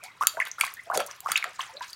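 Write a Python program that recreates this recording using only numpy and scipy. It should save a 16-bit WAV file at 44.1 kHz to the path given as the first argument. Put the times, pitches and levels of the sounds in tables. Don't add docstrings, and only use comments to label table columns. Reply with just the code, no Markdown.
import sys
import numpy as np
from scipy import signal
from scipy.fft import rfft, irfft
from scipy.io import wavfile

SR = 44100
rng = np.random.default_rng(int(sys.argv[2]) if len(sys.argv) > 2 else 0)


def digitize_waveform(pressure):
    field = np.atleast_2d(pressure).T
    bounded = np.clip(field, -1, 1)
    quanta = np.round(bounded * 32767).astype(np.int16)
    wavfile.write(sys.argv[1], SR, quanta)


N = 85995
TOP_HZ = 16100


def undb(db):
    return 10 ** (np.asarray(db) / 20)


def unit(x):
    return x / np.sqrt(np.mean(x ** 2) + 1e-18)


def fade(t, t60):
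    return np.exp(-np.log(1000) * t / t60)


def add(out, start, x):
    i = int(np.clip(start * SR, 0, len(out) - 1))
    out[i:i + len(x)] += x[:len(out) - i]


def colour(x, points):
    hz, db = np.array(points, float).T
    f = np.maximum(np.fft.rfftfreq(len(x), 1 / SR), 1)
    return irfft(rfft(x) * undb(np.interp(np.log(f), np.log(hz), db)), len(x))


def band(x, hz, kind):
    return signal.sosfilt(signal.butter(2, hz, kind, fs=SR, output="sos"), x)


def swell(t, attack, decay):
    return np.exp(-np.where(t < 0, (t / attack) ** 2, t / decay))


def jitter(samples, cutoff_hz):
    return unit(band(rng.standard_normal((2, SR // 4)), cutoff_hz, "lowpass"))[:, :samples]


def bubble(hz, t60, rise, max_glide_oct=0.74):
    t = np.arange(int(t60 * SR) + 2) / SR
    glide_oct = max_glide_oct * np.tanh(rise * t / max_glide_oct)
    pitch = np.minimum(hz * 2 ** glide_oct, SR / 2)
    onset = 1 - np.exp(-(t * hz) ** 2)
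    return np.sin(2 * np.pi * np.cumsum(pitch) / SR) * fade(t, t60) * onset


def cloud(per_s, hz, spread_oct, cycles, scatter_db, length_s):
    out = np.zeros(int(length_s * SR))
    for k, (when, a, b, size) in enumerate(rng.random((int(per_s * length_s), 4))):
        pitch = min(hz * 2 ** (spread_oct * np.sqrt(6) * (a + b - 1)), TOP_HZ)
        t60 = cycles / pitch
        gain = undb(scatter_db * min(-np.log(1 - size), 4))
        add(out, (k + 2 * when) / per_s, gain * bubble(pitch, t60, rise=0.56 / t60))
    return unit(out)


# frequency_hz, relative_density_db
BACKGROUND_SPECTRUM = [(20, -34), (48, 0), (130, 6.5), (220, -2), (500, -0.5), (2000, -4), (6000, -9.5),
                       (16000, -20.5)]


def background(level_db=-63):
    return undb(level_db) * unit(colour(rng.standard_normal(N), BACKGROUND_SPECTRUM))


def trickle(level_db=-57.5):
    stream = cloud(per_s=600, hz=2029, spread_oct=0.554, cycles=66, scatter_db=2.5, length_s=2)
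    return undb(level_db) * stream[:N]


# start_s, length_s, start_pitch_hz, end_pitch_hz, level_db
AIR_POCKETS = [(0, 0.15, 2460, 1993, -48.5), (0.025, 0.075, 650, 1170, -44.5),
               (0.336, 0.052, 630, 664, -46), (0.372, 0.038, 903, 1075, -31.5),
               (0.411, 0.0232, 1468, 3010, -27.5), (0.766, 0.054, 1770, 2106, -39),
               (0.861, .04, 598, 830, -43.5), (1.077, 0.039, 866, 2450, -46),
               (1.226, 0.0515, 690, 1265, -46.5), (1.692, 0.032, 880, 1024, -43.5),
               (1.73, 0.081, 507, 708, -49)]


def air_pockets(wobble_depth=0.0492, flutter_db=4.5):
    out = np.zeros(N)
    for start, length, from_hz, to_hz, db in AIR_POCKETS:
        progress = np.linspace(0, 1, int(length * SR))
        wobble, flutter = jitter(len(progress), cutoff_hz=129)
        pitch = from_hz * (to_hz / from_hz) ** (progress ** 1.274) * (1 + wobble_depth * wobble)
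        envelope = undb(db + flutter_db * flutter) * np.sin(np.pi * progress ** 0.67)
        add(out, start, envelope * np.sin(2 * np.pi * np.cumsum(pitch) / SR))
    return out


# start_s, level_db, treble_tilt_db_per_octave
BASIN_CLICKS = [(0.0378, -26.5, -2.5), (0.2704, 1, 1.5), (0.4008, -28, 0), (0.4524, -25, -1.5),
                (0.4725, -31, 7), (0.483, -37, 13), (0.6106, -8, -1.5), (0.6504, -20.5, -1),
                (0.666, -24, -3), (.739, -32, 20), (0.9744, -8.5, -0.5), (1.003, -17.5, -5.5),
                (1.064, -28, 12.5), (1.2047, -24.5, 10), (1.3183, -6.5, -1.5), (1.376, -15, 1.5),
                (1.4417, -23.5, -6), (1.93, -31.5, 1)]
# pitch_hz, level_db, t60_s
BASIN_MODES = [(1321, -20, 0.034), (3360, -26.5, 0.038), (4550, -27.5, 0.087), (7010, -15.5, 0.0089),
               (9187, -12.5, 0.01), (13100, -16, 0.0052)]


def basin_clicks(crack_db=-4, detune_ratio=0.026, low_hz=803, high_hz=13400):
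    out, t = np.zeros(N), np.arange(SR // 8) / SR
    for start, db, tilt in BASIN_CLICKS:
        tap = undb(crack_db) * rng.standard_normal(len(t)) * fade(t, t60=0.0072)
        for hz, mode_db, t60 in BASIN_MODES:
            detune, phase = rng.uniform(-0.91, 1, size=(2, 8, 1))
            pitches = hz * (1 + detune_ratio * detune)
            cluster = np.sin(2 * np.pi * pitches * t + np.pi * phase).sum(axis=0)
            tap += undb(mode_db) * unit(cluster) * fade(t, t60)
        tilted = colour(np.pad(tap, (0, len(t))), [(1000, -3 * tilt), (16000, tilt)])
        add(out, start, undb(db) * tilted[:len(t)])
    return band(band(out, [low_hz, high_hz], "bandpass"), low_hz, "highpass")


# peak_s, decay_s, bubble_level_db, spray_level_db, middle_bubble_pitch_hz
WATER_SPLASHES = [(0.047, 0.019, -49, -47, 2420), (.226, 0.017, -35.5, -40, 1445),
                  (0.413, 0.015, -35.5, -46.5, 1750), (.468, 0.016, -37.5, -50, 1910),
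                  (0.602, 0.031, -38, -39.5, 1765), (0.646, 0.037, -37, -41.5, 1810),
                  (.952, 0.015, -33, -33.5, 1530), (1.004, 0.015, -31, -39.5, 2090),
                  (1.101, 0.058, -46.5, -80, 2010), (1.292, 0.073, -34.5, -43, 1774),
                  (1.379, 0.003, -24.5, -41, 2560), (1.444, 0.059, -41, -73, 2050),
                  (1.603, 0.057, -38, -45.5, 1866), (1.83, 0.027, -40.5, -48, 2550)]


def splashes(attack_s=0.012, foam_db=-20.5, foam_decay_s=0.75, clump_db=6, fizz_db=-13):
    t, bubbles = np.arange(N) / SR, np.zeros(N)
    spray_power, foam_power, lead_s = 0, 0, 2 * attack_s
    for peak, decay, db, spray_db, hz in WATER_SPLASHES:
        small = cloud(per_s=900, hz=hz, spread_oct=0.554, cycles=19.6, scatter_db=2.5, length_s=0.17)
        envelope = swell(t[:len(small)] - lead_s, attack_s, decay)
        add(bubbles, peak - lead_s, undb(db) * envelope * small)
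        spray_power += (undb(spray_db) * swell(t - peak, attack_s, decay)) ** 2
        foam_power += (undb(spray_db + foam_db) * swell(t - peak, attack_s, foam_decay_s)) ** 2
    spray = cloud(per_s=1300, hz=6820, spread_oct=0.467, cycles=35, scatter_db=4, length_s=2)[:N]
    tiny_drops = rng.standard_normal(N) * rng.exponential(size=N)
    fizz = unit(band(tiny_drops, 9700, "highpass"))
    drift = unit(band(rng.standard_normal(N), 24.7, "lowpass"))
    clumps = unit(undb(clump_db * drift))
    spray_gain = np.sqrt(spray_power + foam_power * clumps ** 2)
    return bubbles + spray_gain * (spray + undb(fizz_db) * fizz)


# start_s, pitch_hz, level_db, t60_s, rise_octaves_per_s
RINGING_BUBBLES = [ (0.2096, 1040, -14, 0.085, 19), (0.228, 950, -15.5, 0.011, 57),
                   (0.2352, 1300, -5, 0.0049, 29), (0.3701, 1580, -22, 0.014, -13),
                   (.372, 671.6, -25, 0.09, -1), (0.4015, 2275, -11, 0.017, -62.5),
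                   (0.4715, 1450, -12.5, 0.0047, -20), (0.515, 6060, -19, 0.012, 25),
                   (0.583, 1270, -24, 0.025, 17), (0.6112, 2376, -4.5, 0.01, 19),
                   (0.636, 1057, -12, 0.015, -6), (.642, 2260, -12, 0.0075, 27),
                   (0.677, 1870, -24, 0.023, 13), (0.8995, 1090, -16.5, 0.033, 19),
                   (.9005, 671, -25, 0.1, 13.5), (0.913, 1073, -18, 0.039, 63),
                   (0.973, 525.7, -16, 0.066, 3.5), (1.005, 750, -22, 0.06, -24),
                   (1.260, 1080, -15, 0.04, 21), (1.2709, 1230, -15, 0.015, 18),
                   (1.287, 797, -18.5, 0.019, 16), (1.357, 2293, -8, 0.024, 128),
                   (1.3635, 6840, -15.5, 0.0064, 12), (1.4261, 2100, -13.5, 0.011, 29),
                   (1.4424, 1710, -12.5, 0.01, 32), (1.453, 700, -33.5, 0.12, 2),
                   (1.592, 1134, -21, 0.042, -7), (1.607, 2890, -16, 0.0079, 75),
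                   (1.6151, 5830, -25, 0.009, 53), (1.112, 5910, -24, 0.0074, 20),
                   (1.769, 3740, -28, 0.027, 33), (1.808, 1675, -22.5, 0.009, -14),
                   (1.81, 939, -30, 0.11, 7), (1.9317, 4580, -25.5, 0.015, 11)]


def ringing_bubbles(wobble_depth=0.034, flutter_db=3, snap_db=-24.5):
    out = np.zeros(N)
    for start, hz, db, t60, rise in RINGING_BUBBLES:
        tone = bubble(hz, t60, rise)
        samples = np.arange(len(tone))
        wobble, flutter = jitter(len(tone), cutoff_hz=150)
        tone = np.interp(np.cumsum(1 + wobble_depth * wobble), samples, tone)
        snap = rng.standard_normal(len(tone)) * fade(samples / SR, t60=0.0072)
        add(out, start, undb(db + flutter_db * flutter) * tone + undb(db + snap_db) * snap)
    return out


def gurgle(start_s=0.926, glide_s=0.073, from_hz=873, to_hz=562, per_s=300, decay_s=0.021, level_db=-29):
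    out = np.zeros(N)
    spread_oct, scatter_db = 0.4, 5.7
    for k, (when, detune, size) in enumerate(rng.uniform(-1.01, 1, (72, 3))):
        age = (k + 0.5 * when) / per_s
        middle_hz = from_hz * (to_hz / from_hz) ** min(age / glide_s, 1)
        tone = bubble(middle_hz * 2 ** (spread_oct * detune), t60=0.024, rise=5.8)
        gain = undb(scatter_db * size) * np.exp(-max(age - glide_s, 0) / decay_s)
        add(out, start_s + age, gain * tone)
    return unit(out) * np.sqrt(glide_s * SR / N) * undb(level_db)


# peak_s, level_db
WATER_THUDS = [(0.972, -49), (1.318, -53.5)]


def thuds(band_hz=(111, 377)):
    t = np.arange(N) / SR
    rumble = unit(band(rng.standard_normal(N), band_hz, "bandpass"))
    return rumble * sum(undb(db) * swell(t - peak, attack=0.025, decay=0.027) for peak, db in WATER_THUDS)


# frequency_hz, gain_db
REVERB_COLOUR = [(100, 31), (400, 0), (800, 2), (2000, 2), (4000, 3), (8000, -6)]


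def bathroom(x, bowl_db=-13, tail_db=-12.5, build_up_s=0.0046):
    t = np.arange(SR // 2) / SR
    room_noise, bowl_noise = rng.standard_normal((2, len(t)))
    lingering = colour(room_noise, [(1500, -13.5), (9000, -16)])
    tail = lingering * fade(t, t60=0.4) + (room_noise - lingering) * fade(t, t60=0.21)
    tail *= 1 - np.exp(-(t / build_up_s) ** 2)
    tail = colour(tail / np.linalg.norm(tail), REVERB_COLOUR)
    bowl = bowl_noise * fade(t, t60=0.052) * (t > 0.001)
    response = undb(tail_db) * tail + undb(bowl_db) * bowl / np.linalg.norm(bowl)
    return x + signal.fftconvolve(x, response)[:N]


def scene():
    floor = background()
    water = trickle() + air_pockets() + basin_clicks() + splashes() + ringing_bubbles() + gurgle()
    radiated = band(water, 342, "highpass")
    return (floor + thuds() + bathroom(radiated))[None]


def record(dry):
    return signal.sosfilt(signal.ellip(8, 0.2, 70, TOP_HZ, fs=SR, output="sos"), dry)


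dry = scene()
out = record(dry)
digitize_waveform(out)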